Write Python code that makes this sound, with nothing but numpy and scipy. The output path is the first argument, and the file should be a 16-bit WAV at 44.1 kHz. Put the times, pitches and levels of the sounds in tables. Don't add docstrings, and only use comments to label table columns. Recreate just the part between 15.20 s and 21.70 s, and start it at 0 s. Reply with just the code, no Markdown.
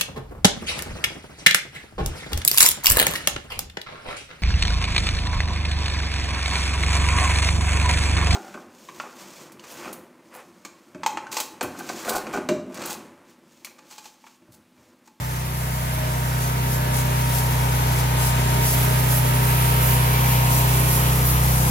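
import sys
import numpy as np
from scipy import signal
from scipy.fft import rfft, irfft, next_fast_len
from scipy.io import wavfile
from scipy.ndimage import uniform_filter1d, map_coordinates

SR = 44100
rng = np.random.default_rng(int(sys.argv[2]) if len(sys.argv) > 2 else 0)


def voltage_ratio(level):
    return 10 ** (np.asarray(level, float) / 20)


def inscribe(sig):
    pcm = np.round(np.clip(np.atleast_2d(sig).T, -1, 1) * 32767)
    wavfile.write(sys.argv[1], SR, pcm.astype(np.int16))


N = 286650
T = np.arange(N) / SR
HZ = np.fft.rfftfreq(next_fast_len(N), 1 / SR)
BASS_LAG_SHARE = 0.61


def columns(table):
    s, *rest = np.transpose(table)
    return [np.interp(T, s, c) for c in rest]


def at_hz(table, hz):
    f, v = np.transpose(table)
    return np.interp(np.log(hz + 1), np.log(f), v)


def colour(x, gain):
    return irfft(rfft(x, next_fast_len(N)) * gain, next_fast_len(N))[..., :N]


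def level(x, db):
    return x * voltage_ratio(db) / np.sqrt(np.mean(x ** 2))


def walk(rate):
    k = int(SR / rate)
    held = np.repeat(rng.standard_normal(N // k + 1), k)
    return 1.29 * uniform_filter1d(uniform_filter1d(held, k), k)[:N]


def pan(db):
    return voltage_ratio(np.array([db, -db]) / 2)


# time in seconds, delay in ms.
PORT_DELAY = [(0, 0.46), (3.5, 0.51), (4.7, 0.41), (5.3, 0.36), (6.5, 0.35)]


def late(x, share):
    delay = share * columns(PORT_DELAY)[0] * SR / 1000
    return map_coordinates(x, [np.arange(N) - delay], order=3, mode="nearest")


# time in seconds, gain in dB.
NEARNESS = [(0, -9.5), (.65, -7), (1.3, -4.5), (2.3, -2.5), (3.5, -1.5), (4.5, 0.5), (6.5, 0)]


def approach_db():
    return columns(NEARNESS)[0]


# time in seconds, low roar lift in dB,
# rattle lift in dB, left minus right in dB (this last column is not played).
RUSH_BALANCE = [(0, -2, -2, 0), (.9, 1.5, -0.5, 2.5), (1.5, -0.5, -1, -1), (2.5, 1.5, 1, 1.5),
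                (3.4, 2, 1.5, .5), (4.2, 0.5, 0.5, 1), (4.9, 0.5, 2.5, .5), (5.5, 0.5, 1.5, 2),
                (6.5, 0.5, -1.5, 1)]
# frequency in Hz, relative level per Hz in dB.
RUSH_SPECTRUM = [(30, -5), (50, -5.5), (100, -2), (200, -4), (330, -5), (600, -4), (950, -2), (1150, -3),
                 (1500, -5), (2300, -6.5), (3300, -9.5), (5000, -17), (9000, -24.5), (16000, -45)]
# frequency in Hz, share of the power common to both (0-1).
RUSH_SHARED = [(100, 1), (250, 0.83), (500, 0.52), (1500, 0.53), (3500, 0.28), (6000, 0.13), (12000, 0.026)]


def rush():
    roar_db, rattle_db, _ = columns(RUSH_BALANCE)
    gain = voltage_ratio(at_hz(RUSH_SPECTRUM, HZ))
    alike = np.clip(at_hz(RUSH_SHARED, HZ), 0, 1)
    # lowest Hz, highest Hz, share of the port delay, lift in dB
    bands = ((20, 400, BASS_LAG_SHARE, roar_db), (395.0, 1050, 0.78, roar_db),
             (1039, 2100, 1, 0.027), (2113, 22000, 1, rattle_db))
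    out = 0
    for low_hz, high_hz, lag_share, lift_db in bands:
        band = gain * (HZ >= low_hz) * (HZ < high_hz)
        direct = colour(rng.standard_normal(N), band * np.sqrt(alike))
        walls = colour(rng.standard_normal((2, N)), band * np.sqrt(1 - alike))
        both = np.array([direct, late(direct, lag_share)]) + walls
        out = out + both * voltage_ratio(lift_db + .5 * walk(10))
    return level(out, -27) * voltage_ratio(0.72 * approach_db() + .25 * walk(3))


# time in seconds, cycle rate in Hz.
ENGINE_SPEED = [(0, 31.12), (1.1, 31.15), (1.85, 31.47), (2.65, 31.03), (3.15, 31.1), (4.15, 31.34),
                (4.6, 31.03), (5.9, 31.26), (6.5, 31.26)]


def cycle_phase():
    return 2 * np.pi * np.cumsum(columns(ENGINE_SPEED)[0]) / SR


# time in seconds, share of the swing done (0-1).
WALL_SWING = [(3.5, 0.04), (4.6, 0.16), (5.3, 0.43), (5.9, 1), (6.5, 1)]
# order, level in dB at 0 dB approach gain, share of the approach felt,
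# change over the whole swing in dB, size of the wavering in dB.
EXHAUST_ORDERS = [(2, -26, 0.69, 2.5, 1), (3, -42.5, 0, -30, 2.5), (4, -20, 1, -1, 0.35),
                  (5, -30, 0.52, 3, -0.5), (6, -43.5, 0.44, 10.5, 4), (7, -40, 0.82, -1, 2),
                  (8, -41, 0.84, -3, -1)]


def exhaust(turn):
    near_db, (swing,) = approach_db(), columns(WALL_SWING)
    orders_db = [db + share * near_db + swing_db * swing + waver_db * walk(2.98)
                 for _, db, share, swing_db, waver_db in EXHAUST_ORDERS]
    log_gain = np.log(voltage_ratio([-70, -60] + [db.mean() for db in orders_db] + [-46] * 8))
    cepstrum = irfft(log_gain)
    swell = -rfft(np.r_[0, 2 * cepstrum[1:16], np.zeros(16)]).imag
    swell -= .28 * np.arange(17) ** 2 + .6 * (np.arange(17) % 2)
    drone = 0
    for k, db in enumerate(orders_db, 2):
        drone = drone + voltage_ratio(db + 0.36 * walk(9)) * np.sqrt(2) * np.cos(k * turn + swell[k])
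    return np.array([drone, late(drone, BASS_LAG_SHARE)])


# order, level in dB relative to the others.
BUZZ_ORDERS = [(9, -27.5), (11, -35), (12, -30), (14, -28), (15, -32), (16, -26.5), (17, -31), (18, -29.5),
               (21, -29.5), (22, -25.5), (24, -28), (25, -32), (26, -26), (29, -24.5), (31, -27),
               (32, -25.5), (33, -27), (38, -27), (40, -23), (42, -24), (48, -25.5), (52, -30), (54, -30.5),
               (58, -44), (60, -29.5), (64, -33), (67, -36), (70, -30.5), (78, -38), (84, -38)]


def casing_buzz(turn):
    direct, echo = 0, np.zeros((2, N))
    for k, db in BUZZ_ORDERS:
        phase = k * turn + 2 * np.pi * rng.random() + 1.06 * walk(1.516)
        direct = direct + voltage_ratio(db + 2.3 * walk(5)) * np.cos(phase)
        for port in range(2):
            echo[port] += voltage_ratio(db - 5.0) * walk(3.94) * np.cos(k * turn + 2 * np.pi * rng.random())
    return voltage_ratio(-16 + approach_db()) * (np.array([direct, late(direct, 0.97)]) + echo)


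# middle in seconds, half length in seconds, peak in dB.
CASING_TONES = [(10, -55, .47, [(5.3, .4, -41), (6.2, 0.27, -38.5)]),
                (12.99, -46.5, 0.53, [(3.5, 0.4, -38.5), (4.35, 0.38, -40.5), (5.55, 0.22, -37.5),
                (6.0, 0.13, -36.5)]), (19.04, -42.5, 1.0, [(1.8, 0.33, -36), (4.05, .2, -35)]),
                (19.93, -47, .84, [(.75, 0.24, -36.5), (3.3, .2, -39), (3.8, .2, -37), (4.5, .2, -39),
                (6.05, 0.16, -42)]), (27.02, -46, 1, [(1.9, .4, -43), (2.8, 0.48, -36.5), (4.0, 0.18, -40),
                (5.4, 0.47, -35)]), (28.1, -44, 0.99, [(3.9, 0.26, -37)]),
                (34.17, -50, 0.96, [(5.2, .6, -38)]), (75.1, -57, .3, [(4.95, .3, -38)])]


def casing_tones(turn):
    near_db, out = approach_db(), np.zeros((2, N))
    for k, db, side_rad, swells in CASING_TONES:
        size = voltage_ratio(db + near_db + 4.1 * walk(3.1))
        for s, half, peak_db in swells:
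            size = size + voltage_ratio(peak_db) * np.exp(-((T - s) / half) ** 2)
        start = 2 * np.pi * rng.random()
        phase = k * turn + start + side_rad * np.array([[1], [-1]])
        out += size * voltage_ratio(1.7 * walk(8)) * np.cos(phase)
    return out


# time in seconds, level in dB, left minus right in dB.
FAN_WHINE = [(0.0, -46.5, -1), (0.45, -49, 9), (1.15, -42.5, -1), (2.26, -36.5, 3), (2.82, -46, 10),
             (2.96, -39, 8), (3.59, -38, -4), (3.9, -45, -3), (4.35, -35.5, 4), (4.81, -42.5, 14),
             (5.12, -39.5, 15), (6.45, -52, 2)]


def fan_whine(turn):
    whine_db, pan_db = columns(FAN_WHINE)
    side_rad = 0.91
    flutter = voltage_ratio(1.1 * walk(14))
    whine = np.array([flutter * np.cos(30 * turn + side * side_rad + 0.17 * walk(3.25)) for side in (1, -1)])
    return whine * voltage_ratio(whine_db) * np.sqrt(2) / np.cos(side_rad) * pan(pan_db)


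def engine():
    turn = cycle_phase()
    return exhaust(turn) + casing_buzz(turn) + casing_tones(turn) + fan_whine(turn)


# start in seconds, length in seconds, lift in dB.
THICK_COATING = [(.875, .07, 2.5), (1.198, .086, 4), (1.485, .085, 4.5), (1.739, 0.08, 6),
                 (2.127, .09, 5.5), (2.656, .18, 2), (2.992, 0.11, 6.5), (3.439, .097, 7),
                 (3.883, .115, 4.5), (4.624, .139, 3), (5.035, .125, 2), (5.31, .101, 4.5),
                 (5.696, 0.091, 4), (6.041, 0.082, 4.5)]


def flares():
    edge_s, lift = 0.048, 0
    for s, length, db in THICK_COATING:
        lift = lift + db * np.clip(np.minimum(T - s, s + length - T) / edge_s + .5, 0, 1)
    return lift


# time in seconds, level in dB,
# relative level of its lower sizzle in dB.
BEAM_LEVEL = [(0, -39.5, 5), (.5, -34, 1), (1.1, -34, 2), (1.7, -33.5, 2), (2.0, -31.5, 1.5),
              (2.45, -30.5, 1.5), (2.63, -32, 2.5), (3.42, -30.5, 2.5), (3.52, -25.5, 0.5), (3.85, -27, -1),
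              (4.18, -27, -2), (4.25, -25.5, -2), (4.55, -24.5, -3.5), (4.85, -26.5, -2),
              (5.28, -28.5, 1.5), (5.45, -25, -0.5), (6.0, -25.5, -1.5), (6.5, -26, 2)]
# time in seconds, relative level of the airy top in dB,
# left minus right in dB, the same for the airy top in dB.
GUN_AIM = [(0, 0, 1, -1.5), (1.05, -1.5, .5, -2), (2.5, -1.5, 3, 3), (3.15, -1.5, 3, 1),
           (3.64, 0.5, -1, -3), (4.16, -2.5, -1, -7), (4.69, 0, -1, -5.5), (5.25, 1.5, 0, -1.5),
           (5.7, -1, -0.5, -5), (6.5, 1, 3.5, 2)]
# frequency in Hz, relative level per Hz in dB.
BEAM_SPECTRUM = [(2500, -12.5), (4200, -7.5), (5800, -3), (8600, -4), (9400, -1), (10500, 0.5), (11300, 4),
                 (12200, 2.5), (13300, 1.5), (14500, 1.5), (15500, -1), (17000, -6)]
# left delay in ms, right delay in ms, gain in dB.
BEAM_ECHOES = [(.2, 0.2525, -1.5), (1.1, 1.6, -11), (2.3, 1.7, -6.5), (3.3, 4.1, -12), (6.2, 6.1, -7.5),
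               (7.9, 9.4, -7)]


def beam():
    (db, body_db), lift_db = columns(BEAM_LEVEL), flares()
    air_db, pan_db, air_pan_db = columns(GUN_AIM)
    hit = rng.random(N) < 9000 / SR
    burst_size = voltage_ratio(2.8 * np.minimum(rng.exponential(size=N), 5))
    sparks = hit * burst_size * rng.standard_normal(N)
    hiss = level(rng.standard_normal(N), -1.8)
    source = (level(sparks, 2.2) + hiss) * voltage_ratio(.5 * walk(24.95))
    sizzle = level(rng.standard_normal((2, N)), 3.2)
    for left_ms, right_ms, path_db in BEAM_ECHOES:
        for port, ms in enumerate((left_ms, right_ms)):
            moved = np.arange(N) - (ms + 0.049 * walk(4)) * SR / 1000
            sizzle[port] += voltage_ratio(path_db) * map_coordinates(source, [moved], order=3, mode="nearest")
    sizzle *= voltage_ratio(0.25 * walk(300) + 0.35 * walk(60))
    gain = voltage_ratio(at_hz(BEAM_SPECTRUM, HZ))
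    top = 1 / (1 + (8800 / (HZ + 1)) ** 12)
    thin = 1 / (1 + (12300 / (HZ + 1)) ** 16)
    body = colour(sizzle, gain * (1 - top)) * voltage_ratio(body_db - 0.08 * lift_db)
    middle = colour(sizzle, gain * top * (1 - thin))
    air = colour(sizzle, gain * top * thin) * voltage_ratio(air_db) * pan(air_pan_db - pan_db)
    return level(middle + body + air, 0) * voltage_ratio(db + lift_db + .5 * walk(12)) * pan(pan_db)


def scene():
    return rush() + engine() + beam()


def band_limit(x):
    return signal.sosfilt(signal.butter(12, 15870, fs=SR, output="sos"), x)


def record(dry):
    limit_db, slope = -22.5, 0.92
    treble = signal.sosfilt(signal.butter(2, 5000, "high", fs=SR, output="sos"), dry)
    treble_power = uniform_filter1d(np.mean(treble ** 2, axis=0), SR // 40)
    treble_db = 10 * np.log10(treble_power + 1e-12)
    over_db = uniform_filter1d(np.maximum(treble_db - limit_db, 0), SR // 60)
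    ducked = dry * voltage_ratio(-slope * over_db)
    bass_cut = signal.butter(2, 45, "high", fs=SR, output="sos")
    top_cut = signal.ellip(10, .2, 70, 15900, fs=SR, output="sos")
    return band_limit(signal.sosfilt(np.r_[bass_cut, top_cut], ducked))


dry = scene()
out = record(dry)
inscribe(out)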